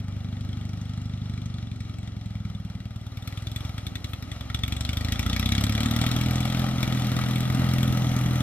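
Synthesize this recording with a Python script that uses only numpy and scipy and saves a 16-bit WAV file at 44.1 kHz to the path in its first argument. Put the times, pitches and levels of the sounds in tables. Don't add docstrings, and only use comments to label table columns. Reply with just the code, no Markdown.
import sys
import numpy as np
from scipy import signal
from scipy.io import wavfile
from scipy.ndimage import map_coordinates

SR = 44100
rng = np.random.default_rng(int(sys.argv[2]) if len(sys.argv) > 2 else 0)


def wav_out(sig):
    wavfile.write(sys.argv[1], SR, np.round(np.clip(np.atleast_2d(sig).T, -1, 1) * 32767).astype(np.int16))


def gain_from_decibels(decibels):
    exponent = np.asarray(decibels, float) / 20
    return 10 ** exponent


N = 371322


def rms_one(x):
    return x / np.sqrt(np.mean(x ** 2) + 1e-20)


def in_time(rows, s=None):
    t, *columns = np.transpose(rows)
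    if s is None:
        s = np.arange(N) / SR
    return [np.interp(s, t, column) for column in columns]


def drift(rate):
    r = np.exp(-80 * np.pi * rate / SR)
    white = rng.standard_normal(N // 40 + 2002)
    slow = signal.lfilter([1], [1, -2 * r, r * r], white)[2000:]
    return np.interp(np.arange(N) / 40, np.arange(len(slow)), rms_one(slow))


def two_pole(hz, width):
    r = np.exp(-np.pi * width / SR)
    return [(1 - r * r) / 2, 0, (r * r - 1) / 2], [1, -2 * r * np.cos(2 * np.pi * hz / SR), r * r]


def resonance(x, hz, width):
    return signal.lfilter(*two_pole(hz, width), x)


def gliding(x, s, hz, width):
    state, out = np.zeros(2), np.zeros(N)
    edges = np.r_[0, (s[1:] * SR).astype(int), N]
    for a, b, f in zip(edges, edges[1:], hz):
        out[a:b], state = signal.lfilter(*two_pole(f, width), x[a:b], zi=state)
    return out


def cut(x, hz, kind, order=2):
    return signal.sosfilt(signal.butter(order, hz, kind, fs=SR, output="sos"), x)


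def cut_zero_phase(x, hz, kind, order=2):
    return signal.sosfiltfilt(signal.butter(order, hz, kind, fs=SR, output="sos"), x)


def shelf(x, hz, gain_db):
    return x + (gain_from_decibels(gain_db) - 1) * cut_zero_phase(x, hz, "high")


# (t/s, firing rate f/Hz)
CRANK_SPEED = [(0.0, 24.535), (0.4, 24.599), (0.8, 24.669), (1.2, 25.045), (1.4, 24.743), (1.55, 23.776),
               (1.7, 22.317), (1.85, 22.081), (2.0, 22.405), (2.15, 21.896), (2.3, 21.048), (2.45, 20.464),
               (2.6, 19.994), (2.75, 19.462), (2.9, 19.061), (3.05, 18.754), (3.2, 19.162), (3.35, 20.294),
               (3.5, 21.671), (3.65, 22.893), (3.8, 23.107), (3.95, 22.732), (4.1, 22.145), (4.25, 21.806),
               (4.4, 21.67), (4.55, 22.125), (4.7, 22.891), (4.85, 24.1), (5.0, 25.93), (5.15, 27.684),
               (5.3, 29.663), (5.45, 31.95), (5.6, 34.174), (5.75, 36.327), (5.9, 38.274), (6.05, 39.897),
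               (6.2, 41.039), (6.35, 41.614), (6.6, 42.631), (6.8, 42.648), (7.0, 41.246), (7.2, 41.516),
               (7.4, 41.919), (7.6, 42.446), (7.8, 42.515), (8.0, 41.894), (8.2, 41.457), (8.4, 41.651),
               (8.43, 41.844)]
# (t/s, thump A level/dB, thump B level/dB, crack A level/dB, crack B level/dB)
COMBUSTION = [(0.0, -25.5, -26.4, -46.2, -54.6), (0.2, -25.1, -26.1, -48.5, -46.9),
              (0.4, -24.7, -25.4, -44.9, -48.0), (0.6, -24.5, -25.3, -46.4, -42.4),
              (0.8, -25.4, -26.4, -45.4, -47.8), (1.0, -23.9, -25.6, -46.7, -46.1),
              (1.2, -23.6, -25.4, -45.9, -47.0), (1.4, -24.5, -25.2, -41.1, -45.3),
              (1.6, -24.4, -26.8, -46.0, -45.1), (1.8, -24.5, -27.5, -42.7, -50.4),
              (2.0, -25.8, -27.9, -43.9, -48.1), (2.2, -25.0, -27.0, -47.0, -50.5),
              (2.4, -22.4, -24.2, -45.0, -47.8), (2.6, -25.7, -26.4, -45.4, -48.1),
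              (2.8, -24.7, -26.7, -48.2, -43.6), (3.0, -24.7, -26.7, -47.7, -51.3),
              (3.1, -26.6, -27.4, -43.3, -49.0), (3.2, -23.7, -27.2, -36.8, -41.5),
              (3.3, -25.1, -26.7, -34.2, -37.9), (3.4, -23.8, -25.3, -35.1, -42.4),
              (3.5, -23.7, -24.5, -31.3, -34.1), (3.6, -22.4, -24.8, -27.6, -37.0),
              (3.7, -25.0, -24.9, -46.6, -36.6), (3.8, -28.4, -25.1, -58.8, -32.0),
              (3.9, -29.9, -24.9, -54.5, -29.2), (4.0, -31.1, -25.6, -55.9, -27.9),
              (4.1, -29.7, -24.7, -54.4, -31.8), (4.2, -32.1, -26.1, -54.1, -35.0),
              (4.3, -34.7, -25.8, -54.2, -34.8), (4.4, -24.4, -26.2, -43.8, -35.4),
              (4.5, -25.7, -24.8, -41.1, -32.5), (4.6, -19.9, -24.8, -14.5, -35.4),
              (4.7, -21.0, -24.3, -26.7, -32.8), (4.8, -22.3, -23.6, -27.4, -30.8),
              (4.9, -20.6, -25.0, -24.0, -30.4), (5.0, -20.7, -23.0, -29.3, -31.0),
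              (5.1, -19.2, -21.6, -25.7, -27.3), (5.2, -19.1, -25.7, -22.5, -31.7),
              (5.3, -19.8, -22.0, -26.3, -25.5), (5.4, -17.9, -20.8, -22.2, -26.5),
              (5.5, -16.0, -20.2, -20.4, -27.4), (5.6, -15.9, -18.7, -23.7, -25.5),
              (5.7, -15.4, -20.2, -25.0, -30.8), (5.8, -17.7, -20.1, -23.6, -24.6),
              (5.9, -17.0, -19.3, -25.5, -32.2), (6.0, -15.5, -18.6, -24.5, -26.7),
              (6.1, -16.6, -19.1, -24.6, -32.9), (6.2, -16.4, -18.5, -26.1, -31.1),
              (6.3, -15.5, -19.2, -28.8, -36.4), (6.4, -16.9, -19.1, -29.4, -31.8),
              (6.5, -18.7, -21.1, -28.5, -30.3), (6.6, -15.6, -18.7, -30.3, -33.6),
              (6.7, -19.2, -18.5, -38.3, -36.1), (6.8, -18.0, -23.2, -31.5, -39.5),
              (6.9, -16.2, -20.6, -27.2, -36.6), (7.0, -19.3, -18.3, -34.3, -30.6),
              (7.1, -16.7, -19.0, -29.1, -38.9), (7.2, -19.4, -22.1, -30.4, -33.1),
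              (7.3, -16.8, -19.7, -32.4, -36.9), (7.4, -17.4, -19.6, -27.8, -37.0),
              (7.5, -16.8, -19.5, -30.3, -34.7), (7.6, -15.1, -17.7, -32.0, -38.0),
              (7.7, -16.9, -17.1, -30.7, -32.5), (7.8, -14.1, -18.0, -28.2, -35.2),
              (7.9, -15.8, -18.3, -29.7, -40.8), (8.0, -15.4, -17.9, -32.0, -41.0),
              (8.1, -16.3, -19.0, -30.9, -36.3), (8.2, -15.4, -17.4, -31.0, -34.4),
              (8.3, -15.1, -17.5, -33.1, -38.0), (8.42, -16.8, -17.8, -27.3, -38.1)]
# (t/s, thump level/dB, crack level/dB)
ODD_FIRINGS = [(.531, 0.5, 5.0), (1.379, -1.5, 1.5), (2.032, 3.5, 4), (4.457, -2.5, -11), (4.548, 1, 5.5),
               (4.637, 0.0, -4.5), (4.891, 0, 0.5), (5.087, 0.0, -1), (5.965, 0, 0.5), (6.066, 0.5, 1.5),
               (6.737, -1.5, -17), (6.761, -1, -6), (6.831, 2, 5.5), (6.855, -38, -6), (6.974, 0.5, 0),
               (7.36, 1.5, 2), (7.832, -0.5, 2.5)]
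# (start t/s, end t/s, delay/ms)
DROPOUT_A = (3.72, 4.34, 6.2)


def firings():
    first_firing_s = .0032
    turns = np.cumsum(in_time(CRANK_SPEED)[0]) / SR
    turns -= np.interp(first_firing_s * SR, np.arange(N), turns)
    s = np.interp(np.arange(int(turns[-1]) + 1), turns, np.arange(N) / SR)
    thump_a, thump_b, crack_a, crack_b = in_time(COMBUSTION, s)
    is_a = np.arange(len(s)) % 2 == 0
    chance = rng.standard_normal((len(s), 2))
    odd = np.zeros((len(s), 2))
    for at, *db in ODD_FIRINGS:
        odd[np.argmin(abs(s - at))] = db
    thump_db = np.where(is_a, thump_a, thump_b - .4) + odd[:, 0] + 0.2 * chance[:, 0]
    crack_db = np.where(is_a, crack_a, crack_b - .4) + odd[:, 1] + 1.25 * chance[:, 1]
    start_s, end_s, delay_ms = DROPOUT_A
    late = is_a & (s > start_s) & (s < end_s)
    return s + delay_ms / 1000 * late, thump_db, crack_db


def since(s, lead_s):
    t = np.arange(N) / SR
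    latest = np.clip(np.searchsorted(s - lead_s, t) - 1, 0, None)
    return latest, np.clip(t - s[latest] + lead_s, 0, None)


def roar(modes, s, throb, patchy_db, diffuse_db):
    latest, age = since(s, lead_s=0.0025)
    jolt = rng.exponential(1, len(s))
    shake = 1 + throb * jolt[latest] * np.exp(-age / 0.0035)
    together, out = drift(8.2), np.zeros((3, N))
    white = rng.standard_normal((2, 3, N))
    for k, (hz, width, db) in enumerate(modes):
        flicker_db = patchy_db * (0.54 * together + drift(25.0))
        driven = gain_from_decibels(db + flicker_db) * shake * white[k % 2]
        out += resonance(driven, hz, max(width, hz / 12))
    return rms_one(out) * gain_from_decibels(np.array([[0], [diffuse_db], [diffuse_db]]))


# (t/s, deck level/dB, fan and grass hiss level/dB, rumble level/dB)
ROAR_LEVELS = [(0.0, -53, -75, -49), (0.3, -52.5, -64, -48.5), (0.47, -51.5, -60, -47.5),
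               (0.94, -51.5, -79, -50.5), (1.45, -53, -74, -50), (1.85, -53.5, -59, -48),
               (2.34, -53.5, -64, -52), (2.98, -53.5, -74, -53), (3.19, -52, -74, -50),
               (3.4, -49.5, -69, -51.5), (3.49, -50, -71, -49.5), (3.63, -47.5, -54.5, -50),
               (3.87, -49.5, -76, -48.5), (4.1, -50.5, -66, -49), (4.36, -47.5, -65, -50),
               (4.55, -49, -64, -48), (4.76, -46.5, -48, -47.5), (5.07, -43, -64, -46),
               (5.25, -42, -62, -43), (5.49, -40, -55, -44), (5.68, -39.5, -55, -40.5),
               (5.93, -38, -54, -39.5), (6.59, -37, -59, -40.5), (6.71, -38.5, -49, -38.5),
               (7.11, -36, -43, -38.5), (7.36, -37.5, -55, -39), (7.65, -35.5, -56, -37),
               (7.9, -38, -36, -36.5), (8.23, -37, -35, -38.5), (8.42, -37.5, -38, -40)]


def roar_levels():
    return in_time(ROAR_LEVELS)


# (f/Hz, width/Hz, level/dB)
RUMBLE_MODES = [(85, 23, -1), (179, 37, -3), (254.3, 18, -2)]


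def pipe_rumble(s):
    return cut(roar(RUMBLE_MODES, s, throb=0.5, patchy_db=1.5, diffuse_db=-5.0), 379, "low", order=3)


# (f/Hz, width/Hz, level/dB)
FAN_MODES = [(6050, 290, 29), (7300, 200, 9), (9500, 1200, -55.5), (11300, 300, -8.5), (13500, 330, 2.5),
             (14800, 840, -21.5)]


def fan_hiss(s):
    return roar(FAN_MODES, s, throb=1.1, patchy_db=1.8, diffuse_db=-3.0)


# (f/Hz, width/Hz, level/dB)
DECK_MODES = [(518, 150, -6.5), (604, 120, 1.5), (747, 162, 1.5), (1257, 180, 2.5), (1940, 350, -4),
              (2320, 230, -7.5), (2800, 196, -5.5), (3180, 180, -6.5), (3840, 83, -6), (5200, 230, -12)]


def deck_roar(s):
    return cut(roar(DECK_MODES, s, throb=.6, patchy_db=1.2, diffuse_db=-6.0), 430, "high", order=3)


# (t/s, level/dB)
RUSTLE_LEVELS = [
    (4.03, -90.0),
    (4.06, -64),
    (4.1, -52),
    (4.14, -59.5),
    (4.19, -90.0),
]


def grass_rustle():
    spiky = rng.standard_normal((2, N)) ** 3 / 4
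    return gain_from_decibels(in_time(RUSTLE_LEVELS)[0]) * cut(spiky, 8000, "high")


# (delay t/s, level/dB)
REFLECTIONS = [
    (.0045, -5.0),
    (.011, -11.0),
    (.021, -15.0),
    (.036, -19.0),
]


def echoes(x):
    dull, out = cut(x, 9500, "low", order=1), np.zeros((2, N))
    for delay_s, db in REFLECTIONS:
        for side, skew in enumerate((.7, 1.3)):
            lag = int(delay_s * skew * SR)
            out[side, lag:] += gain_from_decibels(db) * dull[:N - lag]
    return out


# (t/s, treble above 9 kHz level/dB, tinwork above 3 kHz level/dB)
NOSE_AIM = [(0, -5, 0), (1.5, -11, 2.5), (3.05, -3, -0.5), (3.2, -0.5, 0.5), (4.5, -3, 0.5), (5.5, -3, 0.5),
            (6.5, .5, -1), (7.3, 2.5, -2.5), (8.42, 7.5, -6)]


def aimed(x):
    treble_db, tin_db = in_time(NOSE_AIM)
    return shelf(shelf(x, 3000, tin_db), 9000, treble_db)


# (f/Hz, width/Hz, level/dB)
MUFFLER_MODES = [(1360, 140, -12), (1960, 210, -14), (2315, 170, -7), (2870, 50, -28), (3442, 160, -3.5),
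                 (3985, 86, -13), (5380, 290, -16.5), (6060, 1050, -20), (7820, 290, -16),
                 (10470, 320, -25.5), (12800, 1200, -22), (15200, 830, -28)]


def muffler_crack(s, crack_db):
    latest, age = since(s, lead_s=0.0036)
    snap = (age / 0.00099) ** 2 * np.exp(-age / 0.00098)
    tail = 0.097 * (1 - np.exp(-age / 0.0045)) * np.exp(-age / 0.019)
    burst = snap + tail
    colour_db = 3.0 * rng.standard_normal((len(s), len(MUFFLER_MODES)))
    colour_db[:, 6:] += 1.6 * rng.standard_normal((len(s), 1))
    colour_db[1::2, 1:3] += [4.0, -5.0]
    colour_db[1::2, 6:] -= 2.5
    out = np.zeros(N)
    for k, (hz, width, db) in enumerate(MUFFLER_MODES):
        driven = burst * gain_from_decibels(db + colour_db[latest, k]) * rng.standard_normal(N)
        out += resonance(driven, hz, max(width, hz / 15))
    energy = np.bincount(latest, out ** 2) / SR
    return out * (gain_from_decibels(crack_db - 25.5) / np.sqrt(energy + 1e-20))[latest]


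# (t/s, blast length/ms, first mode f/Hz, second mode f/Hz, bottom level/dB, upper level/dB)
PIPE_OUTLET = [(0, 5.2, 103.2, 235, -11.5, .5), (1.4, 5.4, 112.3, 240, -12.5, 3),
               (1.9, 5.5, 101.4, 210, -11, -3.5), (2.7, 6.66, 109, 194.5, -7.0, 5),
               (3.3, 3.56, 101, 223, -5.0, -14), (4.0, 4.16, 98.4, 242, -1, -10.5),
               (4.7, 4.5, 103.6, 222, 1.5, -5.5), (5.3, 4.9, 97, 219.4, 2.5, -0.5),
               (5.8, 4.67, 106, 227.5, -15, 1.5), (6.3, 4, 118.8, 218, -4.5, -3.5),
               (7.3, 3.8, 124.5, 205, -22, -6), (8.42, 3.6, 124, 217, -16, -7.5)]
# (t/s, share 0-1)
END_REFLECTION = [(0, .95), (1.5, .9), (2.7, .55), (3.3, .25), (4.5, .1), (5.2, 0), (8.42, 0)]
# (bottom mode f/Hz, bottom width/Hz, first width/Hz, second width/Hz)
PIPE_LOW_MODES = (71.7, 20.4, 24.1, 26)
# (f/Hz, width/Hz, level/dB)
CHAMBERS = [(166.6, 25, -9.5), (262.6, 72, -5.5)]


def exhaust_thump(s, thump_db):
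    blast_ms, first_hz, second_hz, bottom_db, upper_db = in_time(PIPE_OUTLET, s)
    returned, = in_time(END_REFLECTION, s)
    bottom_hz, bottom_width, first_width, second_width = PIPE_LOW_MODES
    latest, age = since(s, lead_s=0.0023)
    longer_b = np.where(latest % 2, 1.08, 1)
    length_s = np.clip(blast_ms[latest] * longer_b, 1, 8) / 1000

    def puff(late_s):
        return np.sin(np.pi * np.clip((age - late_s) / length_s, 0, 1)) ** 2 / length_s

    blast = (returned[latest] * puff(0.003626) - puff(0)) * gain_from_decibels(thump_db[latest] - 36)
    upper = blast * gain_from_decibels(upper_db[latest])
    out = resonance(blast * gain_from_decibels(bottom_db[latest]), bottom_hz, bottom_width)
    out += gliding(blast, s, first_hz, first_width)
    out += gliding(upper, s, second_hz, second_width)
    for hz, width, db in CHAMBERS:
        out += gain_from_decibels(db) * resonance(upper, hz, width)
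    return cut_zero_phase(out, 340, "low", order=3)


def ports(x, shade_db):
    left_lead_samples = 3.17
    treble = cut(x, 850, "high", order=1)
    left = x + (gain_from_decibels(shade_db / 2) - 1) * treble
    shaded = x + (gain_from_decibels(-shade_db / 2) - 1) * treble
    right = map_coordinates(shaded, [np.arange(N) - left_lead_samples], order=3, mode="nearest")
    return np.array([left, right])


def scene():
    s, thump_db, crack_db = firings()
    deck_db, fan_db, rumble_db = roar_levels()
    crack = muffler_crack(s, crack_db)
    bright = gain_from_decibels(deck_db) * deck_roar(s) + gain_from_decibels(fan_db - 13) * fan_hiss(s)
    bright[0] += crack
    bright[1:] += echoes(crack)
    steady = aimed(bright) + gain_from_decibels(rumble_db + 4.5) * pipe_rumble(s)
    steady[1:] += grass_rustle()
    direct = exhaust_thump(s, thump_db) + steady[0]
    return ports(direct, shade_db=5.0) + steady[1:]


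def low_pass(x):
    return signal.sosfilt(signal.butter(12, 16650, fs=SR, output="sos"), x)


def record(dry):
    wind_cut = cut_zero_phase(dry, 34, "high")
    mix = cut(wind_cut, 15200, "low", order=12)
    return low_pass(mix)


dry = scene()
out = record(dry)
wav_out(out)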